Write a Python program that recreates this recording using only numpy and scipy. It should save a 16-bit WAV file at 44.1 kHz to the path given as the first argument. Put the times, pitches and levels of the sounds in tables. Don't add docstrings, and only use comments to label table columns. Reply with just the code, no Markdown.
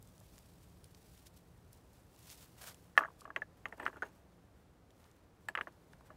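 import sys
import numpy as np
from scipy import signal
from scipy.fft import rfft, irfft
from scipy.io import wavfile
from scipy.ndimage import uniform_filter1d

SR = 44100
rng = np.random.default_rng(int(sys.argv[2]) if len(sys.argv) > 2 else 0)


def wrap_up_sound(samples):
    columns = np.atleast_2d(samples).T
    tamed = np.clip(columns, -1, 1)
    steps = np.round(tamed * 32767).astype(np.int16)
    wavfile.write(sys.argv[1], SR, steps)


N = 271656


def gain_of(db):
    return 10 ** (np.asarray(db) / 20)


def evened(x):
    return x / np.sqrt(np.mean(x ** 2) + 1e-20)


def read(points, hz):
    f, level = np.transpose(points)
    return np.interp(np.log(hz + 1), np.log(f + 1), level)


def curve(rows, column):
    rows = np.array(rows)
    return np.interp(np.arange(N) / SR, rows[:, 0], rows[:, column], left=-150, right=-150)


def add(mix, s, sound):
    part = mix[round(s * SR):][:len(sound)]
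    part += sound[:len(part)]


def band(x, lo_hz, hi_hz):
    edges = [lo_hz, min(hi_hz, SR / 2.1)]
    return signal.sosfilt(signal.butter(2, edges, "band", fs=SR, output="sos"), x)


def coloured(x, points):
    weight = gain_of(read(points, np.fft.rfftfreq(len(x), 1 / SR)))
    return evened(irfft(rfft(x) * weight, len(x)))


def ring(modes, t, detune=1):
    hz, db, t60 = (c[:, None] for c in np.transpose(modes))
    return gain_of(db - 60 * t / t60) * np.sin(2 * np.pi * hz * detune * t)


def clicks(per_s, spread_db):
    size = gain_of(spread_db * np.minimum(rng.exponential(1, N), 4)) * rng.choice([-1, 1], N)
    return size * (rng.random(N) < per_s / SR)


def strokes(rows, rise):
    t = np.arange(0, N / SR, 1 / 2000)
    full, hold, db, fade = (c[:, None] for c in np.transpose(rows))
    before = np.maximum(full - t, 0)
    after = np.maximum(t - full - hold, 0)
    gain = gain_of(db - rise * before - fade * after).max(0)
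    return np.interp(np.arange(N) / SR, t, gain)


# (frequency [Hz], level [dB], 60 dB decay time [s])
STONE_MODES = [(403.6, 7.5, 0.035), (640, 6, 0.11), (879, 1, .04), (1147, -4, 0.063), (1310, 5.5, 0.01),
               (1390, -5.5, 0.02), (1700, 2.5, 0.045), (1959, -11, 0.01099), (2025, -16.5, 0.012),
               (2646, -2, 0.0061), (2833, -2.5, 0.032), (3300, -9.5, 0.029), (3830, 2, 0.0047)]
# (frequency [Hz], level [dB], 60 dB decay time [s])
PILE_MODES = [(2510, 0, .011), (2900, -3, 0.016), (3380, -9, .009)]
# (delay [s], level [dB])
ROCK_ECHOES = [(.0034, -17), (.0049, -21), (.0071, -19.5)]
HARD_CYCLES, CYCLES_PER_DB = 0.44, 0.0252
REBOUND_S, DAMPING = 0.001539, 0.72
MIDDLE_T60, LOWER_T60 = 0.031, 0.016


def knock(db, hz, rebound_db, ring_db, tick_db, thud_db, high_db, middle_db, middle_hz, lower_db, lower_hz, chance):
    t, count = np.arange(4000) / SR, len(STONE_MODES)
    rise = t * hz / (HARD_CYCLES - CYCLES_PER_DB * db)
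    clack = np.sin(2 * np.pi * hz * t) * rise ** 2 * np.exp(2 - 2 * rise)

    mode_hz = np.array(STONE_MODES)[:, :1]
    reach = gain_of(-12 * np.log2(mode_hz / hz) ** 2 + 2.502 * chance[:count, None])
    detune = 1 + 0.023 * chance[count:2 * count, None]
    body = (reach * ring(np.array(STONE_MODES) * [1, 1, DAMPING], t, detune)).sum(0)
    singles = [(middle_hz, middle_db, MIDDLE_T60), (lower_hz, lower_db, LOWER_T60)]
    body = gain_of(ring_db) * body / abs(body).max() + ring(singles, t).sum(0)
    body *= (1 - np.exp(-t / 0.00099)) ** 2

    noise = chance[-len(t):]
    grit = band(noise, 2600, 6000) + 0.63 * band(noise, 3700, 12000)
    tick = grit * (gain_of(-60 * t / 0.0059) + 0.1192 * gain_of(-60 * t / 0.069))
    thud = evened(band(noise[::-1], 220.9, 1100)) * (1 - np.exp(-t / 0.0057))
    thud *= gain_of(thud_db - 60 * t / 0.035)
    upper = gain_of(high_db) * ring(PILE_MODES, t).sum(0) * (1 - np.exp(-t / 0.00058)) ** 2

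    blow = clack + upper + body + gain_of(tick_db) * tick + thud
    sound = blow.copy()
    for s, echo_db in [(REBOUND_S, rebound_db)] + ROCK_ECHOES:
        add(sound, s, gain_of(echo_db) * blow)
    return gain_of(db) * sound / abs(sound).max()


# (time [s], peak level [dB], clack pitch [Hz], second touch [dB], ring [dB], sharp tick [dB], thud [dB],
#  pile modes [dB], single middle mode [dB], its frequency [Hz], lower mode [dB], its frequency [Hz])
STONE_BLOWS = [(0.209, -58, 950, -1, 5, -10, -20, -15, -16, 1490, -12, 993),
               (2.954, -52.5, 1600, -3.5, -8.5, -22, -24.5, -10, -7, 1730, -10, 1200),
               (2.966, -51.5, 1520, -3, -9.5, -24.5, -24.5, -14, -10, 1750, -9, 1200),
               (2.977, -6, 1500, -5, -22, -22, -29, -9.5, -1.5, 1710, -7, 1186),
               (2.989, -23, 1070, 4, -15, -26, -20, -13, -11, 1450, -20, 1145),
               (3.008, -26.5, 1280, 0, -5, -41, -27, -26, -9, 1490, -17, 1260),
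               (3.014, -46, 1190, -21, -9, -24, -28, -19, -18, 1440, -15, 1200),
               (3.02, -32, 1110, -10, -2, -29.5, -19, -22, -4, 1437, -13, 1081),
               (3.028, -34, 1210, -10, -6, -22, -19, -19, -19, 1470, -19, 1235),
               (3.036, -28, 1470, -11, -15, -48, -14, -32, 5, 1627, -6, 1320),
               (3.048, -33.5, 1240, -7, 8, -36, -26, -27, -19, 1490, -15, 1350),
               (3.055, -34.5, 1560, -3, -19, -46, -26, -27, 24, 1630, -11, 1220),
               (3.077, -47.5, 1130, 8, -13, -31, -24, -18, -16, 1440, -16, 1140),
               (3.083, -43, 1040, 17, -18, -33, -28, -23, -8, 1590, -10, 1020),
               (3.103, -50, 1000, -13.5, -5, -25, -22, -20, -17, 1570, -2, 802),
               (3.217, -48.5, 1150, -19.5, -6, -17.5, -10, -18, -18, 1463, -5, 851),
               (3.252, -38.5, 1130, 11, 5.5, -28, -18, -12, -8, 1670, -19, 1170),
               (3.277, -43.5, 1100, -4, -12, -23, -17, -21, -24.5, 1440, 7, 805),
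               (3.303, -35.5, 1150, -12, 2.5, -36, -20, -22, 3, 1640, -13, 1260),
               (3.362, -22, 2080, -5.5, 7.5, -23.5, -14.5, -21, -12, 1925, -10, 1217),
               (3.367, -43, 1760, -14, -8, -36, -21, -13, -1, 1670, -18, 915),
               (3.419, -29.5, 1710, -7, -4, -30.5, -2, -23, 10.5, 1715, -12, 1120),
               (3.656, -27, 1920, -10, -2.5, -48, -12, -12, -30, 1860, -5.5, 1190),
               (3.724, -36, 1780, 9, -21, -35, -6, -18, -10, 1820, -0.5, 880),
               (3.798, -34, 1500, 7, 7, -23, -28, -8, -22, 1640, 5, 980),
               (3.83, -39.5, 1680, 4, -4, -17, -13, -9, -17, 1640, -12, 888),
               (3.855, -37, 1720, 7, -11, -30, -26, -18, -9, 1670, -15, 866),
               (3.864, -18, 1440, -16, -25, -37, -29, -11, -16, 1560, -20, 1340),
               (3.877, -29, 1550, 7, -9, -37, -17, -14, -6, 1640, -11, 1350),
               (3.899, -45.5, 1070, -14, -6, -34, -24, -13, -6, 1570, -11, 1060),
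               (3.929, -45, 948, 0, -15, -28, -24, -15, 12, 1620, -12, 939),
               (3.96, -46, 1340, -12, 1, -22, -28, -19, -1, 1440, -12, 1340),
               (3.968, -45, 930, -9, -6, -6, -21, -17, 3, 1430, -10, 921),
               (4.022, -28.5, 1490, -13, -24, -18, -6, -19, 5, 1507, -22, 1380),
               (4.026, -30.5, 1523, -20, -17, -34, 2, -15, -17, 1610, -21, 1340),
               (4.032, -31, 1540, -12, -22, -38, -25, -17, 7, 1655, 11, 880),
               (4.06, -48, 930, -5, 5, -25, -11, -5, -1, 1466, -12, 923),
               (5.486, -25.5, 1720, -5.5, -18, -3, -24, 0, 8, 1716, 7, 920),
               (5.552, -21, 1640, -25, 0, -20.5, -26, -4, -10, 1580, -1, 1350),
               (5.567, -50, 1010, 7, -8, -25, -26, -15, -12, 1660, -12, 996),
               (5.575, -25.5, 1900, -8, -9, -28, -13, -9, -4, 1677, -2, 1360),
               (5.587, -31.5, 1230, -14, -9, -36, -30, -11, -17, 1680, -12, 1170),
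               (5.605, -53, 883, -9, 7, -22, -15, -12, -12, 1470, -9, 802),
               (5.6106, -23, 1610, -23, -25, -28, -13, -5, -12, 1640, -11, 1290),
               (5.671, -35.5, 1600, -11, -16, -31.5, -2, -21, -5, 1720, 7, 1080),
               (5.934, -47.5, 1610, -18, -12, -11, -32, -6, -11, 1610, 1, 914),
               (6.007, -54, 990, 8, -16.5, -11, -16.5, -12, -6, 1510, -13, 1020),
               (6.102, -44.5, 1240, 15, 11.5, -45.5, -28.5, -17, -17.5, 1640, -13, 1238)]


def knocks():
    out, chance = np.zeros(N), rng.standard_normal((len(STONE_BLOWS), 4100))
    for (s, *row), c in zip(STONE_BLOWS, chance):
        add(out, s, knock(*row, c))
    return out


# (time [s], level [dB], frequency [Hz])
CHIP_RINGS = [(2.978, -38, 5670), (3.0074, -71, 6580), (3.0354, -69, 6130), (3.0495, -68, 6750),
              (3.3857, -68, 6640), (3.6556, -57.5, 6650), (3.7973, -57.5, 8100), (3.8337, -58.5, 8200),
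              (3.8774, -60, 8170), (4.0218, -55, 6480), (4.0314, -59, 6650), (4.0522, -63, 6480),
              (4.065, -65, 6660), (4.0844, -69, 6280), (5.4846, -47.5, 7660), (5.494, -56, 8000),
              (5.5513, -61, 7800), (5.612, -62, 8000)]


def chinks():
    out, t = np.zeros(N), np.arange(3000) / SR
    onset = 1 - np.exp(-t / 0.00045)
    for s, db, hz in CHIP_RINGS:
        add(out, s, ring([(hz, db, 0.024)], t)[0] * onset)
    return out


# (time full level is reached [s], hold [s], level [dB], fade [dB/s])
GRIND_STROKES = [(2.99, 0.028, -49.5, 232), (3.045, 0.021, -61, 249.5), (3.24, 0.065, -66, 220),
                 (3.375, 0.0018, -52, 499.5), (3.658, 0.025, -57.5, 500), (3.735, .002, -56, 800),
                 (3.78, .01, -59, 300), (3.8, 0.087, -50, 700), (3.935, .002, -56, 450),
                 (3.97, .002, -54, 600), (4.04, 0.014, -54.5, 270), (5.497, 0.0031, -51, 900),
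                 (5.578, 0.017, -49, 700), (5.63, 0.0022, -57.5, 900), (5.68, .002, -54.5, 896),
                 (6.0, .08, -77, 300), (6.11, .002, -65, 261)]
# (frequency [Hz], level per Hz [dB])
SLIP_SPECTRUM = [(120, -35.5), (200, -3), (343, 5), (759, -6), (880, 4.5), (1320, -9), (1680, -3.5),
                 (1900, -10), (2700, -14), (3400, -27.5), (5000, -40), (6500, -68.5), (11000, -120)]
# (frequency [Hz], level [dB], 60 dB decay time [s])
CHIP_MODES = [(6216, -7, 0.02014), (6695, 0, 0.014), (8120, -5, 0.023), (12910, -2.5, 0.0351)]
GRIND_RISE, GRIND_CHIPS_DB = 2200, -25


def grind():
    t = np.arange(3000) / SR
    stone_modes = ring(np.array(STONE_MODES) * [1, 1, 0.6], t) * (1 - np.exp(-t / 0.00035))
    stones = evened(sum(signal.oaconvolve(clicks(146.6, 0.95), m)[:N] for m in stone_modes))
    slips = coloured(clicks(2600, 3), SLIP_SPECTRUM)
    chips = evened(sum(signal.oaconvolve(clicks(99.35, 3), m)[:N] for m in ring(CHIP_MODES, t)))
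    friction = evened(slips + 0.7 * stones) + gain_of(GRIND_CHIPS_DB) * chips
    return strokes(GRIND_STROKES, GRIND_RISE) * friction


# (time [s], peak level [dB], pitch [Hz], decay time constant before filtering [s])
GRIT_SNAPS = [(0.027, -48, 11100, 0.0016), (0.074, -50, 6900, 0.00073), (0.18, -50.5, 5930, 0.00098),
              (0.202, -48, 8780, 0.00094), (0.381, -42.5, 3600, 0.00037), (0.388, -47, 9020, 0.0014),
              (0.8425, -46, 6500, 0.0019), (0.9472, -50, 3980, 0.0015), (1.177, -53, 5930, 0.00133),
              (1.268, -45.5, 5400, 0.004), (1.373, -56, 9900, 0.0014), (1.73, -48.5, 10600, 0.0021),
              (1.9325, -54.5, 9910, 0.0013), (2.162, -51.5, 6010, 0.0013), (2.192, -53, 10500, 0.0013),
              (2.2594, -60, 5360, 0.00115), (2.295, -45, 5100, 0.00091), (2.301, -41.5, 5200, 0.0022),
              (2.745, -45, 5900, 0.00057), (2.79, -64, 7780, 0.0015), (3.2084, -46, 6200, 0.0031),
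              (3.245, -55, 4885, 0.00134), (3.6845, -56.5, 6640, 0.0015), (3.7798, -55, 8210, 0.0011),
              (3.854, -44, 3660, 0.00078), (4.906, -55, 4110, 0.001205), (5.042, -54, 3760, 0.0016),
              (5.114, -57, 6110, 0.0015), (5.723, -62, 6250, 0.0015), (5.932, -53.5, 4060, 0.00104)]


def snaps():
    out, t = np.zeros(N), np.arange(1500) / SR
    chance = rng.standard_normal((len(GRIT_SNAPS), 1500))
    for (s, db, hz, length), c in zip(GRIT_SNAPS, chance):
        burst = band(c * np.exp(-t / length), hz / 2, hz * 1.65)
        add(out, s, gain_of(db) * burst / abs(burst).max())
    return out


# (time [s], level [dB])
BACKGROUND_RUSTLE = [(0, -76), (.25, -70), (.6, -72.5), (.9, -73.5), (1.2, -68), (1.32, -77), (1.7, -78.5),
                     (2.1, -75), (2.25, -63.5), (2.55, -72.5), (2.8, -71.5), (3.0, -79.5), (3.15, -76.5),
                     (3.3, -93), (3.8, -75), (4.0, -80), (4.9, -89.5), (5.0, -74), (5.3, -88.5), (5.9, -80),
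                     (6.16, -85)]
# (time full level is reached [s], hold [s], level [dB], fade [dB/s], duller part against it [dB])
CLOTH_RUBS = [(0.082, .01, -69.5, 150, -19), (0.335, 0.035, -67, 200, -13), (0.62, .02, -70, 300, -16),
              (0.853, .005, -70, 300, -23), (1.12, 0.034, -67.5, 200, -38), (1.268, .002, -59.5, 700, -11),
              (1.336, .02, -72.5, 600, -22), (1.371, .005, -63.5, 600, -18), (1.728, .02, -71, 92, -16),
              (1.943, .01, -70.5, 52, -27), (2.273, 0.072, -60, 200, -20), (2.314, 0.0054, -53.5, 286, -19),
              (2.379, 0.065, -61.5, 370, -12), (2.584, .02, -63, 300, -6), (2.621, 0.012, -51.5, 300, -4.5),
              (2.673, 0.0091, -50, 350, -5.5), (2.996, .001, -56, 2198.5, -9),
              (3.193, .01, -67.5, 247, -10), (3.418, .002, -77.5, 700.5, -6), (3.575, .005, -74.5, 200, -2),
              (3.718, .005, -74, 400, -4), (3.862, .002, -64, 349, -3), (4.047, .01, -71, 200, -10),
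              (4.133, .01, -75, 100, -8), (4.322, 0.0047, -79.5, 179.5, -9.5), (4.555, 0.078, -81, 901, 1),
              (4.908, .002, -78.5, 598.5, -5), (5.006, .04, -77, 64, 2), (5.415, 0.038, -77.5, 349, -10.5),
              (5.5, .002, -80.5, 897, -6.5), (5.63, .005, -72, 281, -14.5),
              (5.726, .002, -76.5, 899.5, -13.5), (5.924, .008, -74, 452, -7),
              (6.063, .01, -71.5, 599.5, 0)]
# (frequency [Hz], level per Hz [dB])
RUSTLE_SPECTRUM = [(880, -25), (1500, -7.5), (2450, -1), (3430, 0), (5560, 0), (6970, -1.5), (7770, 0),
                   (15800, -3.5)]
RUB_RISE, RUSTLE_LOW_DB = 600, -15.5


def rustle():
    grains = evened(clicks(4000, 2.524)) + 2.4 * rng.standard_normal(N)
    wander = evened(uniform_filter1d(rng.standard_normal(N), 300))
    flutter = evened(gain_of(1.9 * wander))
    low = evened(band(clicks(1500, 2.9), 471, 1800))
    background = gain_of(curve(BACKGROUND_RUSTLE, 1))
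    bright = np.maximum(background, strokes([row[:-1] for row in CLOTH_RUBS], RUB_RISE))
    dull_rubs = [(s, hold, db + low_db, fade) for s, hold, db, fade, low_db in CLOTH_RUBS]
    dull = gain_of(RUSTLE_LOW_DB) * background + strokes(dull_rubs, RUB_RISE)
    return flutter * (bright * coloured(grains, RUSTLE_SPECTRUM) + dull * low)


# (frequency [Hz], level per Hz [dB])
AIR_SPECTRUM = [(12, -47), (20, -26), (53, -4.5), (126, -5), (145, -10), (177, -3.5), (215, -13),
                (269, -10.5), (398, -13.5), (484, -14), (572, -15.5), (870, -19.5), (1700, -26.5),
                (2660, -33), (15900, -45)]
# (time [s], level above 150 Hz [dB], level below 150 Hz [dB])
AIR_LEVELS = [(0, -68.5, -63.5), (2, -67.5, -65.5), (4, -67, -67.5), (5, -68.5, -68), (6.16, -66, -65.5)]


def air():
    x = coloured(rng.standard_normal(N), AIR_SPECTRUM)
    low = signal.sosfiltfilt(signal.butter(2, 150, fs=SR, output="sos"), x)
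    hiss = gain_of(curve(AIR_LEVELS, 1)) * evened(x - low)
    rumble = gain_of(curve(AIR_LEVELS, 2)) * evened(low)
    return hiss + rumble


def cleft(x):
    t = np.arange(5000) / SR
    tail = rng.standard_normal(len(t)) * gain_of(-60 * t / 0.094) * (t > 0.004)
    return signal.oaconvolve(x, tail / np.linalg.norm(tail))[:N]


def scene():
    near = knocks() + chinks() + snaps()
    return (near + gain_of(-26.5) * cleft(near) + grind() + rustle() + air())[None]


EDGE_HZ = 15750


def record(dry):
    thin = signal.sosfilt(signal.butter(2, 28, "high", fs=SR, output="sos"), dry)
    lowpass = signal.firwin(511, EDGE_HZ, window=("kaiser", 9), fs=SR)
    return signal.oaconvolve(thin, lowpass[None], "same")


dry = scene()
out = record(dry)
wrap_up_sound(out)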